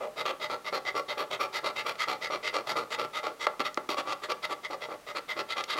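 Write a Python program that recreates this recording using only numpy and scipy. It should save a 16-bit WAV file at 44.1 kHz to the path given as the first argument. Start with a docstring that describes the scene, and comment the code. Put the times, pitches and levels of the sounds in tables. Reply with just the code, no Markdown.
"""A coin scratches the coating off a label on a small hand-held cardboard box, about nine strokes a second.
Its edge sticks and slips and rings the box: pushes sound bright, pulls hollow. Midway the coin
catches, lifts and knocks down again a few times; a few chips of coating tick off.
A small room answers, over a faint hiss."""
import sys
import numpy as np
from scipy import signal
from scipy.fft import rfft, irfft, next_fast_len
from scipy.io import wavfile

SR = 44100
rng = np.random.default_rng(int(sys.argv[2]) if len(sys.argv) > 2 else 0)


def log_audio(samples):
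    """Write samples as a 16-bit WAV file to the path given in sys.argv[1]."""
    # one column per channel
    frames = np.atleast_2d(samples).T
    # limit to full scale, then quantise
    limited = np.clip(frames, -1, 1)
    pcm = np.round(limited * 32767).astype(np.int16)
    wavfile.write(sys.argv[1], SR, pcm)


N = 255720


def undb(db):
    return 10 ** (np.asarray(db) / 20)


def unit_rms(x):
    return x / np.sqrt(np.mean(x ** 2))


def freqs(size):
    return np.linspace(0, SR / 2, size // 2 + 1).clip(1)


def contour(points, f):
    """Gain along (f/Hz, level/dB) points."""
    hz, db = np.transpose(points)
    return undb(np.interp(np.log(f), np.log(hz), db))


def resonance(f, hz, width_hz):
    """Gain of one steep-sided resonance."""
    return 1 / (1 + ((f * f - hz * hz) / (f * width_hz)) ** 2)


def response(gain):
    """Minimum-phase impulse response of this spectral shape, unit energy."""
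    cepstrum = irfft(np.log(gain + 1e-9))
    half = len(cepstrum) // 2
    ir = irfft(np.exp(rfft(2 * cepstrum[:half], 2 * half)))[:half]
    return ir / np.linalg.norm(ir)


def filtered(x, gain):
    size = 2 * next_fast_len(N // 2 + SR // 4, real=True)
    return irfft(rfft(x, size) * gain(freqs(size)))[..., :N]


def ring(x, ir):
    return signal.fftconvolve(x, ir)[:N]


def impulse(start_s, db):
    return undb(db) * signal.unit_impulse(N, int(start_s * SR))


def bands(force, drum_hz=950, grit_hz=2100):
    """Split a force into panel drum (low), rasp (mid) and coating grit (high)."""
    drum = filtered(force, lambda f: 1 / (1 + (f / drum_hz) ** 8))
    grit = filtered(force, lambda f: 1 / (1 + (grit_hz / f) ** 8))
    return np.array([drum, force - drum - grit, grit])


def friction(speed, slip_hz, jitter=0.45, scatter_db=4, dust_db=-5, patch_db=1.0, patch_hz=160):
    """Uneven slips of the edge, quicker at speed, in the crackle of patchy, crumbling coating."""
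    gaps, sizes, coating = rng.standard_normal((20000, 3)).T
    rate_hz = slip_hz * (0.3 + 0.7 * speed)
    onsets = np.searchsorted(np.cumsum(rate_hz) / SR, np.cumsum(np.exp(jitter * gaps)))
    slips = np.bincount(onsets, undb(scatter_db * sizes), N + 1)[:N] / np.sqrt(rate_hz)
    dust = undb(dust_db) * rng.standard_normal(N)
    patches = np.interp(np.arange(N) / SR * patch_hz, np.arange(len(coating)), coating)
    return unit_rms((unit_rms(slips - slips.mean()) + dust) * undb(patch_db * patches))


# Box and coin resonances, plus one room mode near 224 Hz: f/Hz, width/Hz, push level/dB, pull level/dB
MODES = [(139.4, 107, -28.5, -23), (224.3, 12.4, -21, -14), (300.8, 41.5, -25.5, -8.5),
         (379, 73, -14.5, -7.5), (478, 112, -15, -5.5), (553, 36.3, -17.5, -1.5), (608, 92, -9.5, -5),
         (785, 150, -19, -9), (862, 16.5, -6, 0), (915, 39, -8.5, -9.5), (1008, 99, -14, -9.5),
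         (1127.3, 40.6, -10.5, -0.5), (1184, 66, -10, -0.5), (1252, 137, -6, -4), (1348.4, 62, -4.5, -2.5),
         (1447, 71, -12.5, -13), (1680, 360, -17, -18), (2042, 184, -2, -8.5), (2352, 146, -22, -11),
         (2630, 710, -16.5, -17), (3296, 590, -15.5, -17.5), (3768, 198, -11, -17),
         (4280, 590, -18.5, -17.5), (4774, 540, -19, -21.5), (5584.0, 193, -20, -22),
         (6270, 810, -30.5, -32.5), (7100, 2440, -34.5, -34.5), (9560, 580, -43, -37.5),
         (11090, 1260, -38, -38), (13000, 5000, -47, -44)]

def box(tilt, wander, vary_db=2.39, detune=0.0049):
    """Box, coin and one room mode. Coin tilt (0 push, 1 pull) weights them; contact wander varies them."""
    hz, width_hz, push_db, pull_db = np.transpose(MODES)[:, :, None]
    level_shift, pitch_shift = wander * rng.standard_normal((2, len(MODES), 1))
    db = push_db + tilt * (pull_db - push_db) + vary_db * level_shift
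    gains = undb(db) * resonance(freqs(8192), hz * (1 + detune * pitch_shift), width_hz)
    return response(np.linalg.norm(gains, axis=0))


# Slow drift of the panel drum: t/s, level/dB
DRUM_DRIFT = [(0, 0.5), (1.4, 1.2), (2, -1.5), (2.6, 2.3), (3.6, -2), (4.5, -1.5), (5.8, -2.2)]

def scrape(strokes, law, tilt, slip_hz):
    """Friction rings the box. Speed drives all bands; pressure adds rasp and grit, hardly any drum."""
    t, speed, drives = np.arange(N) / SR, np.zeros(N), []
    base_db, pressure_slope, rise_power, fall_power = np.transpose(law)
    for start_s, rise_s, fall_s, pressure_db in strokes:
        turns_s = start_s + np.cumsum([0, rise_s, fall_s])
        span = slice(*np.searchsorted(t, turns_s[::2]))
        phase = np.interp(t[span], turns_s, [0, 1, 2])
        speed[span] = np.abs(np.sin(np.pi / 2 * phase))
        band_db = base_db + pressure_slope * pressure_db
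        band_db[0] += np.interp(start_s, *np.transpose(DRUM_DRIFT))
        drive = speed[span, None] ** np.where(phase[:, None] < 1, rise_power, fall_power)
        drives.append((span, (drive * undb(band_db)).T))
    force = bands(friction(speed, slip_hz))
    out = np.zeros(N + SR)
    for span, drive in drives:
        stroke = signal.fftconvolve((force[:, span] * drive).sum(axis=0), box(tilt, wander=0.91))
        out[span.start:span.start + len(stroke)] += stroke
    return out[:N]


# Back strokes: t/s, speed rise/s, speed fall/s, pressure/dB
PULL_STROKES = [(-.004, .033, 0.056, -7.5), (.252, 0.0041, 0.087, 0.5), (.495, .011, 0.068, -1),
                (.719, .033, 0.045, 2), (.942, .033, 0.043, 1.5), (1.171, .014, 0.07, 1),
                (1.39, .019, 0.069, 1.5), (1.628, .037, .054, 1), (1.845, 0.039, 0.049, 1.7),
                (2.069, 0.021, 0.085, 2.2), (2.297, 0.024, 0.07, -1.5), (2.526, .014, 0.082, .5),
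                (2.753, .016, 0.079, 1), (2.976, 0.019, .081, -0.3), (3.225, 0.0089, 0.098, -3.3),
                (3.603, .004, 0.021, 3), (3.887, .006, 0.064, 3.5), (3.965, .018, 0.043, 1.5),
                (4.05, .075, .02, 1), (4.284, .025, .028, 1.5), (4.488, 0.029, 0.034, -1),
                (4.698, 0.015, .054, -5.5), (4.884, 0.035, .046, -9), (5.144, 0.027, .027, 0.8),
                (5.354, .049, .022, 0.5), (5.553, .033, 0.044, 0.9), (5.749, 0.044, 0.039, 1)]
# Pull drum, rasp, grit: level/dB, pressure slope/(dB/dB), rising and falling speed exponents
PULL_BANDS = [(-31, .2, 0.16, 0.69), (-30, 0.84, 0.6, 1.3), (-29.5, 1.43, 1.33, 1.5)]

def pulls():
    """The coin drags back with slower slips: hollow, mostly biting early and trailing off."""
    return scrape(PULL_STROKES, PULL_BANDS, tilt=1, slip_hz=599)


# Forward strokes: t/s, length/s, pressure/dB
PUSH_STROKES = [(0.158, 0.08, -2.4), (0.395, .085, -1.5), (.642, .065, -1.5), (0.846, .071, 1),
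                (1.072, 0.076, -2.5), (1.301, 0.071, -0.8), (1.521, 0.079, 2), (1.748, .086, -0.3),
                (1.976, 0.085, 3.5), (2.205, 0.08, 0.5), (2.423, 0.093, 1.5), (2.659, .085, -0.5),
                (2.898, 0.07, 0.3), (3.125, 0.087, -0.2), (3.389, .082, -1), (3.635, .06, 0.5),
                (4.216, .055, -4.5), (4.418, 0.054, 0.5), (4.627, 0.051, -4), (4.803, 0.065, -4.5),
                (5.06, 0.07, -5), (5.277, 0.065, 0.2), (5.481, 0.065, 0), (5.675, 0.088, 1.5)]
# Push drum, rasp, grit: level/dB, pressure slope/(dB/dB), rising and falling speed exponents
PUSH_BANDS = [(-29.5, -0.08, 0.42, 0.87), (-33, 1.04, 1.1, 0.77), (-30.5, 1.16, 1.04, 1.65)]

def pushes(rise_share=0.53):
    """The coin drives forward with quicker slips: bright, swelling and fading evenly."""
    strokes = [(start_s, rise_share * length_s, (1 - rise_share) * length_s, pressure_db)
               for start_s, length_s, pressure_db in PUSH_STROKES]
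    return scrape(strokes, PUSH_BANDS, tilt=0, slip_hz=1002.5)


# Wave paths between the box folds: delay/s
FOLD_DELAYS_S = [.00029, .00053, .00083]

def folds(x, bounce):
    """Waves bounce between the folds, smearing each click without colouring it (all-pass)."""
    for delay_s in FOLD_DELAYS_S:
        taps = np.r_[bounce, np.zeros(int(delay_s * SR)), 1]
        x = signal.lfilter(taps, taps[::-1], x)
    return x


# Room reverberation: f/Hz, level/dB, T60/s
ROOM_BANDS = [(220, -3.5, 0.22), (585, -8.5, 0.38), (1100, -8, 0.31), (2310, -11.5, 0.25),
              (12100, -24, 0.45)]

def room(x, gap_s=0.00624):
    """Diffuse reflections, weaker in the treble; each band decays at its own rate."""
    size = SR // 2
    t, f = np.arange(size) / SR, freqs(size)
    noise = rfft(rng.standard_normal(size))
    log_centres = np.log([hz for hz, _, _ in ROOM_BANDS])
    ir = np.zeros(size)
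    for pick, (_, db, t60_s) in zip(np.eye(len(ROOM_BANDS)), ROOM_BANDS):
        band = irfft(noise * np.interp(np.log(f), log_centres, pick), size)
        fade = undb(-60 * t / t60_s) * (t > gap_s)
        ir += undb(db) * band * fade / np.linalg.norm(fade)
    return ring(x, ir)


# Background spectrum: f/Hz, relative density/dB
HISS_SPECTRUM = [(22, -55), (35, 4.5), (55, -11.5), (180, 2.5), (1500, -1.5), (11000, -14.5),
                 (16000, -18.5)]

def hiss(rms_db=-56):
    """Steady hiss with a little rumble."""
    noise = filtered(rng.standard_normal(N), lambda f: contour(HISS_SPECTRUM, f))
    return undb(rms_db) * unit_rms(noise)


# Coin knocks: t/s, level/dB, relative treble/dB, relative thud/dB
COIN_KNOCKS = [(1.955, -20, 3, -27), (3.4679, 7, -7, -31), (3.5955, -8.5, 2, -3), (3.603, 0.5, -1, -8.5),
               (3.774, 2, -8, -9), (3.891, -5.5, 2, -2.5), (3.985, -5.5, -2, -7.5), (5.639, -19, 15, -10)]

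def knocks(drum_db=3, rim_hz=520, thud_hz=320, thud_width_hz=170):
    """The edge drops on the box. Hard contact adds treble; heavy contact shoves the hand-damped box."""
    force, shove = np.zeros((2, N))
    for start_s, db, treble_db, thud_db in COIN_KNOCKS:
        force += undb([drum_db, 0, treble_db]) @ bands(impulse(start_s, db))
        shove += impulse(start_s, db + thud_db)
    # near the stiff rim a blow hardly moves the lowest modes
    force = signal.lfilter(*signal.butter(2, rim_hz, "high", fs=SR), force)
    thud = response(resonance(freqs(8192), thud_hz, thud_width_hz))
    return ring(force, box(tilt=0.77, wander=0)) + ring(shove, thud)


# Coating chips: t/s, level/dB
CHIP_TICKS = [(3.7447, -19), (5.6385, -25), (5.641, -20.5), (5.6436, -26)]
# Tick spectrum: f/Hz, relative level/dB
CHIP_SPECTRUM = [(1200, -21), (2800, 1), (4500, 4), (8000, 3.5), (15000, -16)]

def chips(decay_s=0.00025):
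    """Chips of coating snap off with dry ticks; knocks() adds a faint box ring to the last cluster."""
    t = np.arange(512) / SR
    crack = rng.standard_normal(len(t)) * np.exp(-t / decay_s)
    colour = response(contour(CHIP_SPECTRUM, freqs(len(t))))
    tick = np.convolve(crack / np.linalg.norm(crack), colour)
    return ring(sum(impulse(start_s, db) for start_s, db in CHIP_TICKS), tick)


def scene():
    """Coin and box close by, the room behind them; mono."""
    near = folds(pushes() + pulls(), bounce=0.55) + folds(knocks(), bounce=0.78) + chips()
    return (near + room(near) + hiss())[None]


def record(dry):
    """Steep low-pass."""
    cutoff_hz = 15850
    return signal.sosfilt(signal.ellip(10, 0.2, 70, cutoff_hz, fs=SR, output="sos"), dry)


dry = scene()
out = record(dry)
log_audio(out)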